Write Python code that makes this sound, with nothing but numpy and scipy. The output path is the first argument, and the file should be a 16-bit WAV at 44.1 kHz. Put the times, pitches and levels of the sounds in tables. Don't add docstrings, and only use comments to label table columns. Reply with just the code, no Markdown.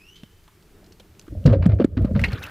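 import sys
import numpy as np
from scipy import signal
from scipy.fft import rfft, irfft
from scipy.io import wavfile
from scipy.ndimage import uniform_filter1d

SR = 44100
rng = np.random.default_rng(int(sys.argv[2]) if len(sys.argv) > 2 else 0)


def file_out(sig):
    cols = np.atleast_2d(sig).T
    lim = np.clip(cols, -1, 1)
    pcm = np.round(lim * 32767).astype(np.int16)
    wavfile.write(sys.argv[1], SR, pcm)


def to_linear_factor(level_db):
    exponent = np.asarray(level_db, float) / 20
    return 10 ** exponent


N = 110250
T = np.arange(N) / SR

# (frequency [Hz], density [dB per Hz])
SPLASH_COLOUR = [(450, -6), (1450, -3), (2600, -10), (6500, -21), (16000, -26)]


def rms_one(x):
    return x / np.sqrt(np.mean(x ** 2) + 1e-20)


def curve(rows, axis=1):
    return np.interp(T, np.array(rows)[:, 0], np.array(rows)[:, axis])


def drift(rate):
    pole = np.exp(-2 * np.pi * rate / SR)
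    settle = SR // 4
    slow = signal.lfilter([1], [1, -2 * pole, pole * pole], rng.standard_normal(N + settle))
    return rms_one(slow[settle:])


def coloured(spectrum, x):
    hz, db = np.transpose(spectrum)
    f = np.maximum(np.arange(N // 2 + 1) * SR / N, 1)
    gain = to_linear_factor(np.interp(np.log(f), np.log(hz), db, left=-70, right=-70))
    return rms_one(irfft(rfft(x) * gain, N))


def ring(x, hz, t60):
    radius = to_linear_factor(-60 / (t60 * SR))
    angle = 2 * np.pi * min(hz, .45 * SR) / SR
    return signal.lfilter([0, np.sin(angle)], [1, -2 * radius * np.cos(angle), radius ** 2], x + 1e-18)


def patchy(spectrum, patchy_db, rate):
    x = coloured(spectrum, rng.standard_normal(N))
    out = np.zeros(N)
    for low in 16 * 2. ** np.arange(10):
        octave = signal.butter(2, [low, 2 * low], "band", fs=SR, output="sos")
        out += to_linear_factor(patchy_db * drift(rate)) * signal.sosfilt(octave, x)
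    return rms_one(out)


def thumps(rows):
    rise_cycles, sag = .6, .05
    partner_ratio, partner_db = .7, -16
    rattle_db, rattle_longer = -23, 1.66
    out, rattle_power = np.zeros(N), np.zeros(N)
    for (s, db, hz, t60), turn in zip(rows, rng.random(len(rows))):
        i = slice(int(s * SR), int(s * SR) + SR // 2)
        t = np.maximum(T[i] - s, 0)
        phase = 2 * np.pi * hz * (t + sag * t60 * (1 - np.exp(-4 * t / t60)) / 4)
        shape = (1 - np.exp(-t * hz / rise_cycles)) ** 2 * to_linear_factor(-60 * t / t60)
        shape = shape / shape.max()
        partner = to_linear_factor(partner_db) * np.sin(partner_ratio * phase + 2 * np.pi * turn)
        out[i] += to_linear_factor(db) * shape * (partner - np.sin(phase))
        rattle_power[i] += to_linear_factor(2 * db) * shape ** (2 / rattle_longer)
    wall_band = signal.cheby1(5, 1, [150, 670], "band", fs=SR, output="sos")
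    wall = rms_one(signal.sosfilt(wall_band, rng.standard_normal(N)))
    return out + to_linear_factor(rattle_db) * np.sqrt(rattle_power) * wall


def bursts(rows, colour, rise_s, tone_db, width, grain_db, tail_db):
    x = coloured(colour, rng.standard_normal(N) * to_linear_factor(grain_db * drift(190)))
    white = rng.standard_normal(N) * to_linear_factor(grain_db * drift(200))
    dulling = signal.butter(2, 4500, fs=SR, output="sos")
    out = np.zeros(N)
    for s, db, hz, t60 in rows:
        start = int(s * SR)
        i = slice(start, start + SR // 2)
        t = T[i] - T[start]
        ring_s = 1.5 / (width * hz)
        tone = ring(ring(np.diff(white[i], prepend=0), hz, ring_s), hz, ring_s)
        body = rms_one(x[i] + to_linear_factor(tone_db) * rms_one(tone))
        tail = to_linear_factor(tail_db - 15 * t / t60) * signal.sosfilt(dulling, body)
        out[i] += to_linear_factor(db - 11.5) * np.minimum(t / rise_s, 1) * (to_linear_factor(-60 * t / t60) * body + tail)
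    return out


def wind(db, patchy_db):
    # (frequency [Hz], density [dB per Hz])
    wind_colour = [(15, -14), (25, -7.5), (90, -8.5), (200, -21)]
    return to_linear_factor(db) * patchy(wind_colour, patchy_db, rate=8)


def lapping():
    # (frequency [Hz], density [dB per Hz])
    lap_colour = [(60, -33), (120, 9), (450, 4), (800, -9.5), (3000, -22)]
    # (time [s], level [dB])
    lap_level = [
        (0, -61),
        (.5, -63),
        (.82, -52.5),
        (.95, -59),
        (1.25, -54.5),
        (1.45, -85),
    ]
    return to_linear_factor(curve(lap_level)) * patchy(lap_colour, patchy_db=1.0, rate=20)


def squeak():
    # (time [s], frequency [Hz], level [dB])
    glide = [
        (0, 2400, -60),
        (.06, 2720, -55),
        (.135, 3040, -57.5),
        (.17, 3060, -55),
        (.21, 3040, -63),
        (.45, 3090, -77.5),
    ]
    # (multiple of the fundamental [1], level [dB])
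    overtones = [(2, -11.5), (3, -26), (4, -22)]
    end_s, flutter_db, jitter = .19, 4, .028
    phase = 2 * np.pi * np.cumsum(curve(glide) * (1 + jitter * drift(580))) / SR
    top = sum(to_linear_factor(db) * np.sin(k * phase) for k, db in overtones)
    top = top * np.clip((end_s - T) / 0.023, 0, 1)
    level = to_linear_factor(curve(glide, axis=2) + 2.5 + flutter_db * drift(105))
    return level * np.clip((.6 - T) / 0.11, 0, 1) * (np.sin(phase) + top)


def drips():
    # (time [s], peak level [dB], pitch [Hz], decay t60 [s])
    drip_events = [(.156, -41, 3600, 0.29), (.234, -25.5, 530, 0.015), (.478, -34, 970, .035),
                   (.6245, -44, 4500, .04), (.842, -43, 4600, .04), (.8624, -42, 5360, .04),
                   (.921, -36, 4700, .04), (.9975, -35, 3270, .05), (.998, -30.5, 533, .04),
                   (1.1945, -22, 5900, 0.015), (1.222, -43, 7700, .03), (1.2785, -35.5, 1280, .04),
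                   (1.46, -17, 4300, .05), (1.441, -40, 2800, .03), (1.506, -36, 5000, .015),
                   (1.526, -35, 7500, .01), (1.551, -42, 4500, .015), (.44, -46, 4200, .02),
                   (1.15, -46, 2500, .02), (1.213, -39, 4500, .02), (1.267, -44, 1500, .03),
                   (1.9187, -52, 6000, .01), (1.9686, -48, 7000, .02), (1.9995, -50, 7000, .01),
                   (2.0504, -38, 8000, .015), (2.1108, -50, 7000, .01), (1.663, -27, 7000, .015),
                   (1.75, -40, 6000, .012), (1.8475, -21, 7800, 0.009), (2.018, -42, 8800, .012),
                   (2.023, -44, 8000, .012)]
    # (frequency [Hz], density [dB per Hz])
    drip_colour = [(500, 10), (3000, 23), (7000, 12), (16000, 0)]
    return bursts(drip_events, drip_colour, rise_s=.0007, tone_db=6, width=.45, grain_db=1.5, tail_db=-25)


def wash():
    # (time [s], level [dB])
    spray_level = [
        (2.15, -55.5),
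        (2.25, -44.5),
        (2.5, -49.5),
    ]
    births_per_s, fizz_cycles, fizz_db, kinds = 500, 16.0, -3, 16
    born = rng.random(N) < births_per_s / SR
    strength = to_linear_factor(3 * np.minimum(rng.exponential(1, N), 4)) * rng.choice([-1, 1], N)
    kind = rng.integers(0, kinds, N)
    fizz = np.zeros(N)
    for k, hz in enumerate(np.geomspace(1300, 4500, kinds)):
        fizz += ring(born * strength * (kind == k), hz, fizz_cycles * 2 / hz)
    spray = signal.lfilter([.5], [1, -.5], patchy(SPLASH_COLOUR, patchy_db=2.5, rate=30))
    level = to_linear_factor(curve(spray_level)) * np.clip((T - 2.15) / .03, 0, 1)
    return level * (spray + to_linear_factor(fizz_db) * rms_one(fizz))


def bubbles():
    # (time [s], peak level [dB], pitch [Hz], decay t60 [s])
    bubble_events = [(2.246, -28, 4000, .04), (2.284, -39, 4200, .05), (2.31, -38, 2200, .03),
                     (2.322, -33, 2150, .07), (2.33, -30, 4200, .025), (2.351, -36, 1500, .07),
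                     (2.353, -40, 3800, .03), (2.358, -40, 3200, .04), (2.377, -41, 3700, .04),
                     (2.386, -40, 2300, .03), (2.393, -40, 1500, .04), (2.419, -33, 1480, .07),
                     (2.426, -36, 3700, .05), (2.431, -34, 2100, .03), (2.437, -28, 2600, .05),
                     (2.448, -33, 1480, .05), (2.452, -36, 2700, .05), (2.471, -33, 1350, .04),
                     (2.478, -33, 1450, .05), (2.492, -37, 1500, .05)]
    climb = 0.08
    out, wobble = np.zeros(N), 1.1 * drift(250)
    for s, db, hz, t60 in bubble_events:
        t = np.maximum(T - s, 0)
        phase = 2 * np.pi * hz * (t + climb * t ** 2 / t60) + wobble
        out += to_linear_factor(db - 60 * t / t60) * np.minimum(t / .0015, 1) * np.sin(phase)
    return out


def splashes():
    # (time [s], peak level [dB], pitch [Hz], decay t60 [s])
    splash_events = [(2.192, -20, 2080, 0.071), (2.213, -34, 2100, 0.05), (2.239, -17, 4300, 0.06),
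                     (2.2135, -21, 5400, .025), (2.278, -38, 7300, .03), (2.496, -38, 7300, .02),
                     (2.318, -24, 2070, 0.087), (2.329, -23, 4300, 0.04), (2.355, -47, 3400, 0.05),
                     (2.423, -29, 3800, 0.08), (2.429, -24, 5500, 0.05), (2.434, -27, 13000, 0.06),
                     (2.464, -25, 9700, 0.02), (2.464, -25, 3700, 0.03)]
    return bursts(splash_events, SPLASH_COLOUR, rise_s=.003, tone_db=1, width=.3, grain_db=3, tail_db=-26)


def big_splash():
    # (time [s], level [dB], decay t60 [s])
    drop_bursts = [
        (2.2385, 0, .02),
        (2.243, -2, .03),
        (2.2515, -11, .02),
        (2.255, -23, .15),
    ]
    # (frequency [Hz], level [dB])
    air_modes = [(1550, -9), (1910, -7), (2160, 2), (2510, -5), (2740, -9)]
    drops = sum((T > s) * to_linear_factor(db - 60 * np.maximum(T - s, 0) / t60) for s, db, t60 in drop_bursts)
    x = sum(to_linear_factor(db) * ring(drops * rng.standard_normal(N), hz, .025) for hz, db in air_modes)
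    return to_linear_factor(-9) * x / np.abs(x).max()


def tail_slaps():
    # (time [s], peak level [dB], pitch [Hz], decay t60 [s])
    slap_events = [(1.456, -18, 1180, 0.1), (1.521, -26, 1230, 0.11), (1.6215, -22, 2300, 0.13),
                   (1.655, -17.5, 1525, 0.038), (1.692, -30, 2200, 0.12), (1.7174, -35, 2200, 0.1),
                   (1.787, -31, 1300, .05), (1.7965, -27, 2000, 0.05), (1.799, -16, 1100, .045),
                   (1.811, -29, 1100, .05), (1.818, -33, 2300, .04), (1.826, -32, 2000, .015),
                   (1.839, -28, 2000, .03), (1.843, -14, 2000, 0.025), (1.474, -22, 1300, .15),
                   (1.531, -20, 1500, .08), (1.967, -30, 1280, 0.24), (2.0445, -26, 1380, 0.11),
                   (2.1076, -40, 1210, 0.054), (2.1511, -19, 1380, 0.084)]
    # (frequency [Hz], density [dB per Hz])
    slap_colour = [(400, 6), (700, 9), (1300, 8.5), (2900, -3), (4400, -7), (6500, -24), (16000, -48)]
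    return bursts(slap_events, slap_colour, rise_s=0.0024, tone_db=-8, width=0.18, grain_db=4, tail_db=-27)


def churn(rate):
    # (time [s], level [dB])
    thrash_level = [
        (1.3, -31.5),
        (1.44, -37.5),
        (1.47, -12.5),
        (1.77, -27),
        (1.93, -31),
        (2.2, -20.5),
        (2.5, -41),
    ]
    # (frequency [Hz], density [dB per Hz])
    churn_colour = [(30, -35), (60, 15.5), (100, 8), (260, -2), (370, -16), (550, -7.5), (780, -42),
                    (5000, -58)]
    level = to_linear_factor(curve(thrash_level)) * np.clip((T - 1.29) / .02, 0, 1) ** 2
    return level * patchy(churn_colour, patchy_db=3.0, rate=rate)


def wall_knocks():
    # (time [s], peak level [dB], pitch [Hz], decay t60 [s])
    knock_events = [(1.279, -33, 313, 0.031), (1.322, -31.5, 293, 0.067), (1.456, -21, 479, 0.19),
                    (1.47, -10.5, 235, 0.12), (1.528, -17, 531, 0.13), (1.555, -19.5, 510, 0.038),
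                    (1.668, -12, 140, 0.06), (1.351, -38, 600, .03), (1.537, -14, 500, .03),
                    (1.794, -20, 330, .03), (1.7985, -8, 400, 0.016), (1.802, -9, 270, 0.02),
                    (1.8085, -12, 270, .02), (1.816, -14, 215, 0.056), (1.812, -17, 540, 0.055),
                    (1.8452, -1, 250, 0.015), (1.844, -20, 393, 0.02), (1.97, -14.5, 242, 0.066),
                    (2.0455, -8, 205, 0.022), (2.11, -16, 208, 0.058), (2.154, -13.5, 196.4, 0.098),
                    (2.21, -28, 176, 0.027), (2.16, -28, 549.2, 0.19), (1.99, -20.5, 290, 0.036)]
    return thumps(knock_events)


def hull_booms():
    # (time [s], peak level [dB], pitch [Hz], decay t60 [s])
    boom_events = [(.232, -32.5, 190, 0.02), (1.305, -35, 115.6, 0.45), (1.363, -23, 87, 0.075),
                   (1.405, -32, 65, 0.05), (1.452, -3, 140, 0.09), (1.47, -10.5, 70, 0.07),
                   (1.508, -6.5, 101, 0.14), (1.56, -29, 127, 0.033), (1.586, -13, 72, 0.067),
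                   (1.6595, -2, 178, 0.028), (1.686, -8, 103, 0.13), (1.724, -11, 98, 0.15),
                    (2.158, -16, 140, 0.12), (2.0055, -12, 88, 0.07), (1.966, -17, 100, .15),
                   (2.25, -39, 97.2, 0.6), (2.327, -18, 108, 0.06), (2.4, -42, 84, .2)]
    return thumps(boom_events)


def scene():
    background = wind(db=-55.5, patchy_db=1.5) + lapping() + squeak() + drips()
    water = wash() + bubbles() + splashes() + big_splash() + tail_slaps()
    hull = churn(rate=16.5) + wall_knocks() + hull_booms()
    mid = background + water + hull
    high = signal.sosfilt(signal.butter(2, 6000, "high", fs=SR, output="sos"), mid)
    side = to_linear_factor(-34) * np.roll(mid, 300) + to_linear_factor(-12.5) * np.roll(high, 400)
    side = side + wind(db=-74.5, patchy_db=0.0) + to_linear_factor(-30) * churn(rate=12)
    return np.array([mid + side, mid - side])


def top_cut(x):
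    return signal.sosfilt(signal.butter(12, 16480, fs=SR, output="sos"), x)


def record(dry):
    # (frequency [Hz], density [dB per Hz])
    hiss_colour = [(800, -1.5), (2000, -3.5), (9500, -11.5), (16000, -11)]
    hiss_db, alike = -63, 0.87
    knee_db, slope, release_db_per_s = -11, 1.2, 30
    common = np.sqrt((1 + alike) / 2) * coloured(hiss_colour, rng.standard_normal(N))
    opposed = np.sqrt((1 - alike) / 2) * coloured(hiss_colour, rng.standard_normal(N))
    hiss = to_linear_factor(hiss_db) * (common + opposed * np.array([[1], [-1]]))
    level = 20 * np.log10(np.abs(dry[0]) + 1e-5)
    held = np.maximum.accumulate(level + release_db_per_s * T) - release_db_per_s * T
    duck = to_linear_factor(-slope * uniform_filter1d(np.maximum(held - knee_db, 0), size=200))
    clipped = np.clip(dry + duck * hiss, -.97, .97)
    low_pass = signal.cheby2(12, 70, 16600, fs=SR, output="sos")
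    return top_cut(signal.sosfilt(low_pass, clipped))


dry = scene()
out = record(dry)
file_out(out)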